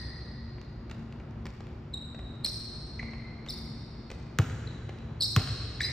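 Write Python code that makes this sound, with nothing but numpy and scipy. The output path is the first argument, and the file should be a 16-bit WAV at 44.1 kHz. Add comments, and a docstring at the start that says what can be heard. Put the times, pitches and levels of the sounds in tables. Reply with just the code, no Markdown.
"""A basketball bounces twice, close by, on the sprung hardwood floor of a large gym. Each impact slaps
the rubber shell and sends dispersive bending waves through the boards. Across the court a player cuts
back and forth: the soles slap on the wood and squeak by stick-slip friction. The hall reverberates for
two to three seconds over the rumble and hum of its ventilation, and a draught buffets the microphone."""
import sys
import numpy as np
from scipy import signal
from scipy.fft import rfft, irfft, next_fast_len
from scipy.io import wavfile

SR = 44100
rng = np.random.default_rng(int(sys.argv[2]) if len(sys.argv) > 2 else 0)


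def wav_record(signal):
    """Record a signal, one row per channel, as 16-bit PCM in the file named by sys.argv[1]."""
    frames = np.transpose(np.atleast_2d(signal))
    bounded = np.clip(frames, -1, 1)
    # unit amplitude maps onto the largest positive 16-bit level
    quanta = np.round(bounded * 32767).astype(np.int16)
    wavfile.write(sys.argv[1], SR, quanta)


N = 261072
LEAD = SR // 4  # the hall is already ringing when the scene opens
TOTAL = N + LEAD

# Ball impacts. Each row: start in seconds, thump, slap and clack levels in dB, clack frequency in Hz.
BALL_BOUNCES = [(4.3871, -12, -4, -12.5, 1193), (5.363, -11.5, -0.5, -12, 1044)]
# Placement of the slap and clack. The two entries: left and right gain in dB.
BALL_PAN_DB = [-.6, .6]
# Spectra of a bounce. Each row: frequency in Hz, level in dB.
SHELL_SPECTRUM = [(100, -19.5), (350, -9.5), (800, -3.5), (1250, 1.5), (1900, -6.5), (2600, 5), (3300, 7.5),
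                  (4800, -4.5), (7000, 2), (10500, -7.5), (13000, -1), (16000, -3)]  # rubber shell striking wood
PLANK_SPECTRUM = [(120, -27.5), (250, 4.5), (450, -12), (800, -5.5), (1200, -15), (2000, -14.5),
                  (6000, -30)]  # clattering planks
REBOUND_SPECTRUM = [(120, -12.5), (240, 11.5), (400, 3.5), (600, -12), (850, 4), (1300, -2.5), (2200, -17),
                    (4000, -22), (10000, -38)]  # planks smacking back as the ball leaves

# Slips of the soles. Each row: start in seconds, length in seconds, pitch in Hz, fall in pitch in Hz,
# level in dB, roughness from 0 to 1, overtone gain in dB.
SOLE_SLIPS = [ (-.13, 0.018, 1915, 220, -39, 0.3, 1), (-.11, 0.024, 4220, 160, -41, 0.14, -2),
              (-.10, 0.019, 4810, 60, -41.5, 0.2, -6.5), (-.07, 0.007, 4470, 900, -48, 0.45, -4),
              (1.9375, 0.014, 3840, 456, -37, 0, -7), (2.4451, 0.011, 4214, 405, -28, 0.26, 1),
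              (2.4575, 0.011, 5260, 305, -37, 0.33, -15.5), (2.458, 0.0089, 4230, 407, -36.5, 0.25, 6),
              (2.9926, 0.013, 2058, 347, -39, 0.25, -13), (3.4857, 0.005, 3720, 300, -41, 0.13, -4),
              (3.493, 0.0055, 5300, 604, -38.5, 0.14, 3), (3.498, 0.0074, 4770, 457, -38, 0.27, 6),
              (3.504, 0.0059, 4320, 400, -37, 0.25, 1), (4.672, 0.007, 3940, 450, -47, .16, -25),
              (5.206, 0.012, 4320, 152, -29.5, 0.19, -2.5), (5.217, 0.016, 5050, 300, -33, 0.42, -6.5),
              (5.218, 0.021, 3957, 149, -31.5, 0.19, 1.5), (5.232, 0.011, 4270, 100, -30.5, 0.24, 2.5),
              (5.241, 0.0089, 4400, 60, -31, 0.12, -0.5), (5.246, 0.0073, 5130, 99, -33.5, 0.2, -8),
              (5.8047, 0.01056, 1928, 962, -30.5, 0.27, -5.5), (5.81, 0.019, 3830, 60.2, -40.5, 0.19, 1.5),
              (5.811, 0.015, 4860, 102, -41, 0.3, 0), (5.827, 0.011, 5770, 203, -46.5, 0.1, -15),
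              (5.828, 0.033, 4030, 60.6, -37, 0.12, -6), (5.842, 0.023, 4925, 59.3, -35, 0.06, -4)]
# Footfalls. Each row: start in seconds, level in dB, heel-to-toe time in seconds (0 lands flat),
# toe relative to heel in dB, scuff relative to slap in dB.
FOOTFALLS = [(.581, -43.5, 0, -2, -16.5), (.897, -39, 0.015, 5.5, -7), (1.199, -44.5, 0.00037, 0, -13),
             (1.455, -33, 0.011, -1, -6), (1.605, -38, 0, 0, -9), (2.146, -37, 0.045, -1.5, -14),
             (2.45, -36.5, 0.014, -2, 3.5), (3.027, -35.5, 0, -2, -21), (3.133, -38.5, 0.00032, 0, -20),
             (3.462, -42.5, 0.013, -3, -2.5), (4.102, -36.5, 0.012, 3, -2.5),
             (4.892, -35.5, 0.0011, -2.5, -10.5)]
# Ticks of a shoe tip on the varnish. Each row: start in seconds, level in dB.
TIP_TAPS = [(0.6146, -46.5), (1.1253, -53), (1.309, -57.5), (1.5042, -51), (1.669, -52), (4.987, -51)]
# Spectra of a shoe on wood. 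Each row: frequency in Hz, level in dB.
SOLE_SPECTRUM = [(100, 18.5), (400, 16.5), (1200, 6), (2600, 5.5), (5000, -27.5), (12000, -43.5)]
SCUFF_SPECTRUM = [(500, -14.5), (2500, 12), (4500, 8), (7500, 1), (10000, -6), (16000, -6)]
TAP_SPECTRUM = [(400, -16.5), (1400, -6), (2600, 4.5), (4000, -4), (7000, -12.5), (14000, -21)]

# Reverberant tail. Each row: frequency in Hz, reverberation time in seconds, level in dB.
HALL_DECAY = [(62, 4.8, 9.5), (122, 4, -11), (250, 2, -3), (500, 3.1, 2.5), (1100, 1.9, -0.5),
              (2240, 2.98, 0), (4300, 2.47, -0.5), (7300, 1.64, 1), (11800, 0.71, 0.5)]
# Early reflections. Each row: delay in seconds, level in dB.
BALL_ECHOES = [(.012, -24.5), (.030, -20), (.035, -31.5), (.054, -27), (.087, -33), (.111, -21.5),
               (.133, -28.5)]
SHOE_ECHOES = [(.010, -2.5), (.032, -2), (.048, -16.5), (.068, -11.5), (.081, -6.5), (.110, -9),
               (.148, -12), (.195, -16.5)]
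# Spectra that the surfaces reflect. Each row: frequency in Hz, level in dB.
BALL_ECHO_SPECTRUM = [(100, 2.5), (240, 5), (450, -2.5), (1300, -0.5), (2800, 1.5), (6000, 0), (14000, -28)]
SHOE_ECHO_SPECTRUM = [(100, -1), (500, -10), (3000, -2), (6000, -1), (14000, -1.5)]
# Width of the diffuse field. Each row: frequency in Hz, side relative to mid in dB.
DIFFUSE_WIDTH = [(60, -32), (125, -30), (250, -19.5), (500, -4), (1000, -6.5), (2000, -7), (4000, -4),
                 (4800, 2), (5800, -16.5), (13000, -24.5)]

# Spectra of moving air. Each row: frequency in Hz, level in dB.
RUSH_SPECTRUM = [(22, -30), (40, -7.5), (60, 3), (95, -6), (140, 2), (185, -6.5), (290, -9.5), (520, -19.5),
                 (1300, -25), (2500, -35.5), (5000, -46.5), (8000, -58), (11000, -53.5), (15000, -55.5)]  # ventilation
EDDY_SPECTRUM = [(25, -32.5), (45, 0), (65, 9.5), (100, -2), (150, -12.5), (220, -21), (500, -58.5)]  # draught
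# Hum of the fans. Each row: frequency in Hz, level in dB, frequency waver in Hz.
FAN_HUM = [(112.5, -49.5, 3.2), (228, -51, 3), (361, -62, 3.5)]
# Strength of the draught. Each row: time in seconds, level in dB.
DRAUGHT_LEVELS = [(0, -44), (1.001, -48.5), (1.801, -46.5), (2.299, -46.5), (2.799, -49), (3.801, -47.5),
                  (4.401, -54.5), (5.902, -42.5)]

# Treble dips and peaks of the microphone's ports. Each row: frequency in Hz, gain in dB.
PORT_RESPONSE = [(7500, 0), (8600, -4), (9500, -5), (10300, -11.5), (11500, -6), (12500, -11.5),
                 (13600, -6), (14800, -14), (16000, -20)]
# Imbalance of the two ports. Each row: frequency in Hz, left relative to right in dB.
PORT_BALANCE = [(60, 0), (125, 0.3), (250, 2.5), (500, 1), (1200, -.6), (4000, 0.4), (12000, 0)]
# Lag of the right port. Each row: frequency in Hz, phase in radians.
PORT_PHASE = [(500, 0), (2000, .15), (3000, .7), (4200, .65), (5400, .3), (6500, 1.2), (8000, 2.05),
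              (9000, 2.7), (10000, 3.14), (11500, 3.45), (13000, 4.8), (15300, 6.5)]


def ball(contact_s=0.013, rebound_s=0.0023, rebound_db=-15, clatter_s=0.033, clatter_db=-21):
    """Impact excites shell and floor: the shell slaps, the boards clack, boom and spring back."""
    track, t = np.zeros((2, TOTAL)), seconds(.25)
    slap = dispersed(knock(SHELL_SPECTRUM), lag_s=0.000895)
    boom = thump(low_hz=108.6, sweep_hz=490, sweep_s=0.003005, peak_s=0.015, width_s=0.0068)
    # part of the wave takes a longer way through the boards and arrives as a slower, higher glide
    boom += undb(-21) * thump(low_hz=268.0, sweep_hz=807, sweep_s=0.0105, peak_s=0.016, width_s=0.0042)
    pan = undb(BALL_PAN_DB)[:, None]
    for s, thump_db, slap_db, clack_db, clack_hz in BALL_BOUNCES:
        # the pebbled shell crackles while it flattens against the boards
        crackle = .05 * rng.standard_normal(len(t)) * np.exp(-t / .003)
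        crackle[0] += 1  # the blow itself
        add(track, s, pan * undb(slap_db) * signal.fftconvolve(crackle, slap))
        add(track, s, pan * undb(clack_db) * clack(clack_hz, t))
        clatter = noise(PLANK_SPECTRUM, len(t)) * np.exp(-t / clatter_s)
        smack = noise(REBOUND_SPECTRUM, len(t)) * np.exp(-.5 * ((t - contact_s) / rebound_s) ** 2)
        add(track, s, undb(thump_db) * (boom + undb(clatter_db) * clatter + undb(rebound_db) * smack))
    return track


def thump(low_hz, sweep_hz, sweep_s, peak_s, width_s):
    """Bending waves in the floor are dispersive: high tones arrive first, so the pitch glides down."""
    t = seconds(.25)
    turns = low_hz * t + sweep_hz * sweep_s * (1 - np.exp(-t / sweep_s))
    swell = np.exp(-.5 * ((t - peak_s) / width_s) ** 2) * (1 - np.exp(-t / 0.00023))
    return -np.cos(2 * np.pi * turns) * swell


def clack(hz, t, sweep=1.2, sweep_s=0.00085, rise_s=0.00052, decay_s=0.0021):
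    """Damped vibration of the boards under the ball: a chirp drops to their natural frequency."""
    turns = hz * (t + sweep * sweep_s * (1 - np.exp(-t / sweep_s)))
    return np.sin(2 * np.pi * turns) * np.exp(-t / decay_s) * (1 - np.exp(-t / rise_s))


def dispersed(x, lag_s):
    """Dispersion in the boards: group delay, lag_s at 1 kHz, falls with the root of frequency."""
    root_hz = np.sqrt(1000 * np.fft.rfftfreq(len(x), 1 / SR))
    return irfft(rfft(x) * np.exp(-2j * np.pi * 2 * lag_s * root_hz), len(x))


def squeaks(creep_s=0.0052, creep_db=-22):
    """Static friction gives way: a tread ridge creeps faintly, then slips. A cut is a run of slips."""
    track = np.zeros(TOTAL)
    for s, length_s, hz, fall_hz, db, rough, overtones_db in SOLE_SLIPS:
        add(track, s - creep_s, undb(db + creep_db) * slip(creep_s, hz, 0, rough, overtones_db))
        add(track, s, undb(db) * slip(length_s, hz, fall_hz, rough, overtones_db))
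    return track


def slip(length_s, pitch_hz, fall_hz, rough, overtones_db, settle_share=0.24, jitter=0.2, flutter=1.2):
    """Stick-slip oscillation of rubber on varnish: an unsteady tone that sags as the sole slows."""
    size = SR // 20
    progress = np.minimum(np.arange(size) / (length_s * SR), 1)
    hz = pitch_hz + fall_hz * (np.exp(-progress / settle_share) - settle_share)
    phase = 2 * np.pi * np.cumsum(hz * (1 + jitter * rough * walk(1146, size))) / SR
    overtones = undb(-8) * np.sin(2 * phase) + undb(-14) * np.sin(3 * phase)
    tone = np.sin(phase) + undb(overtones_db) * overtones
    # an uneven grip rasps around the tone and scrapes faintly over the whole range
    rasp = undb(-9) * walk(2600, size) * np.sin(phase)
    scrape = undb(-19) * rng.standard_normal(size)
    grip = np.sin(np.pi * progress ** 0.69) * (1 + flutter * rough * walk(700, size))
    return unit((tone + rough * (rasp + scrape)) * grip) * np.sqrt(length_s * SR / size)


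def steps(heel_thud_db=-12.5, toe_thud_db=-19, tap_s=0.0013, shuffle_db=-52.5, shuffles=14):
    """Impacts of the feet: they land flat or heel to toe, tick with their tips and shuffle at random."""
    track, t = np.zeros(TOTAL), seconds(.04)
    for s, db, roll_s, toe_db, scuff_db in FOOTFALLS:
        add(track, s, undb(db) * shoe_impact(heel_thud_db, scuff_db))
        if roll_s > 0:
            add(track, s + roll_s, undb(db + toe_db) * shoe_impact(toe_thud_db, scuff_db))
    for s, db in TIP_TAPS:
        add(track, s, undb(db) * noise(TAP_SPECTRUM, len(t)) * np.exp(-t / tap_s))
    shuffle = undb(shuffle_db) * shoe_impact(toe_thud_db, scuff_db=-8.5)
    for slot, (offset, strength) in enumerate(rng.random((shuffles, 2))):
        add(track, (slot + offset) / shuffles * N / SR, strength * shuffle)
    return track


def shoe_impact(thud_db, scuff_db, slap_s=0.0049, scuff_s=.003, rise_s=0.00039):
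    """A brief contact radiates broadband noise: the sole slaps and scuffs, and the loaded boards thud."""
    t = seconds(.04)
    slap = noise(SOLE_SPECTRUM, len(t)) * np.exp(-t / slap_s)
    scuff = noise(SCUFF_SPECTRUM, len(t)) * np.exp(-t / scuff_s)
    sound = undb(thud_db) * thump(low_hz=125.0, sweep_hz=255, sweep_s=0.00587, peak_s=0.02, width_s=0.002)
    sound[:len(t)] += (slap + undb(scuff_db) * scuff) * (1 - np.exp(-t / rise_s)) / 2
    return sound


def hall(echoes, wall_spectrum, tail_db, build_s, scatter_s, scatter):
    """Impulse response of the gym: scattered reflections, then reverberation whose treble dies first."""
    t = seconds(2.5)
    hz, frame_s, spectra = signal.stft(diffuse(len(t)), SR, nperseg=512)
    decay_db = -60 * frame_s / along(HALL_DECAY, hz)[:, None]
    level_db = along(HALL_DECAY, hz, column=2)[:, None]
    tail = signal.istft(spectra * undb(decay_db + level_db), SR)[1][:, :len(t)]
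    response = tail * undb(tail_db) * (1 - np.exp(-t / build_s))
    echo_t = t[:SR // 20]
    for delay_s, db in echoes:
        echo = scatter * diffuse(len(echo_t)) * np.exp(-echo_t / scatter_s) / np.sqrt(scatter_s * SR / 2)
        echo[:, 0] += 1  # the specular reflection
        echo = signal.fftconvolve(echo, knock(wall_spectrum)[None], axes=1)
        start = int(delay_s * SR)
        response[:, start:start + echo.shape[1]] += undb(db) * echo / np.hypot(1, scatter) / 2
    return response


def diffuse(size):
    """A diffuse field: noise from all sides, coherent in the bass and wider in the middle range."""
    mid, side = rng.standard_normal((2, size))
    side = colour(side, DIFFUSE_WIDTH)
    return np.array([mid + side, mid - side])


def ventilation(rush_db=-44, swell_db=1.0, waver_db=4):
    """Flow noise rumbles through the hall, and the rotating fans add wavering tones."""
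    rush = unit(np.array([colour(side, RUSH_SPECTRUM) for side in diffuse(TOTAL)]))
    sound = rush * undb(rush_db + swell_db * walk(9, TOTAL))
    for hz, db, waver_hz in FAN_HUM:
        phase = 2 * np.pi * np.cumsum(hz + waver_hz * walk(14, TOTAL)) / SR
        sound += undb(db) * unit(np.sin(phase) * undb(waver_db * walk(8.8, TOTAL)))
    return sound


def draught(gust_db=1.0):
    """Turbulence at the microphone: low eddies come and go, the same on both sides."""
    s, db = np.transpose(DRAUGHT_LEVELS)
    level_db = np.interp((np.arange(TOTAL) - LEAD) / SR, s, db)
    eddies = colour(rng.standard_normal(TOTAL), EDDY_SPECTRUM) * undb(gust_db * walk(30, TOTAL))
    return undb(level_db) * unit(eddies)


def port_lag(x):
    """Phase shift of the right microphone port, which lags mostly in the treble."""
    size = next_fast_len(len(x))
    lag = along(PORT_PHASE, np.fft.rfftfreq(size, 1 / SR))
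    return irfft(rfft(x, size) * np.exp(-1j * lag), size)[:len(x)]


def knock(spectrum, size=1024):
    """Minimum-phase response to a blow, with the given spectrum and a peak of 1."""
    cepstrum = irfft(np.log(undb(along(spectrum, np.fft.rfftfreq(size, 1 / SR)))))
    # folding the cepstrum onto positive time makes the response causal
    cepstrum[1:size // 2] *= 2
    cepstrum[size // 2 + 1:] = 0
    response = irfft(np.exp(rfft(cepstrum)))
    return response / np.abs(response).max()


def noise(spectrum, size):
    """Filtered white noise of rms 1."""
    return unit(colour(rng.standard_normal(size), spectrum))


def colour(x, spectrum):
    """Zero-phase filtering by rows of frequency in Hz and gain in dB."""
    size = next_fast_len(len(x))
    return irfft(rfft(x, size) * undb(along(spectrum, np.fft.rfftfreq(size, 1 / SR))), size)[:len(x)]


def along(table, hz, column=1):
    """Interpolation of a table column over log frequency."""
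    rows = np.array(table, float)
    return np.interp(np.log(np.maximum(hz, 1)), np.log(rows[:, 0]), rows[:, column])


def walk(rate_hz, size):
    """Smooth random motion with spread near 1."""
    return np.interp(np.arange(size) * rate_hz / SR, np.arange(size), rng.standard_normal(size))


def add(track, s, sound):
    """Superposition of a sound on a track, s seconds after the scene opens."""
    start = max(int(round(s * SR)) + LEAD, 0)
    part = sound[..., :TOTAL - start]
    track[..., start:start + part.shape[-1]] += part


def undb(db):
    """Decibels to amplitude ratio."""
    return 10 ** (np.asarray(db) / 20)


def unit(x):
    """Normalisation to rms 1."""
    return x / np.sqrt(np.mean(x ** 2))


def seconds(length_s):
    """Time axis of a short sound."""
    return np.arange(int(length_s * SR)) / SR


def scene(squeak_direct_db=2, step_direct_db=5.0, directions=3):
    """Direct-to-reverberant ratio falls with distance: the ball is mostly direct, the shoes mostly hall."""
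    bounces, soles, feet = ball(), squeaks(), steps()
    near_hall = hall(BALL_ECHOES, BALL_ECHO_SPECTRUM,
                     tail_db=-47, build_s=0.015, scatter_s=0.028, scatter=0.61)
    reverb = signal.fftconvolve(bounces.mean(axis=0)[None], near_hall, axes=1)
    # a tread radiates a different fine pattern in each direction, so the hall blurs its squeaks
    for _ in range(directions):
        far_hall = hall(SHOE_ECHOES, SHOE_ECHO_SPECTRUM,
                        tail_db=-39, build_s=0.0081, scatter_s=0.006, scatter=4.8)
        reverb += signal.fftconvolve((squeaks() + feet)[None], far_hall, axes=1) / np.sqrt(directions)
    direct = bounces + undb(squeak_direct_db) * soles + undb(step_direct_db) * feet
    return (direct + reverb[:, :TOTAL] + ventilation() + draught())[:, LEAD:]


def record(dry):
    """The microphone filters each side, lags on the right, saturates softly and cuts the top steeply."""
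    left = colour(dry[0], [(hz, db / 2) for hz, db in PORT_BALANCE])
    right = port_lag(colour(dry[1], [(hz, -db / 2) for hz, db in PORT_BALANCE]))
    heard = np.array([colour(channel, PORT_RESPONSE) for channel in (left, right)])
    ceiling = 0.25
    heard = heard / (1 + (heard / ceiling) ** 6) ** (1 / 6)
    lowpass = signal.ellip(8, .2, 70, 15700, fs=SR, output="sos")
    return signal.sosfilt(lowpass, heard)


dry = scene()
out = record(dry)
wav_record(out)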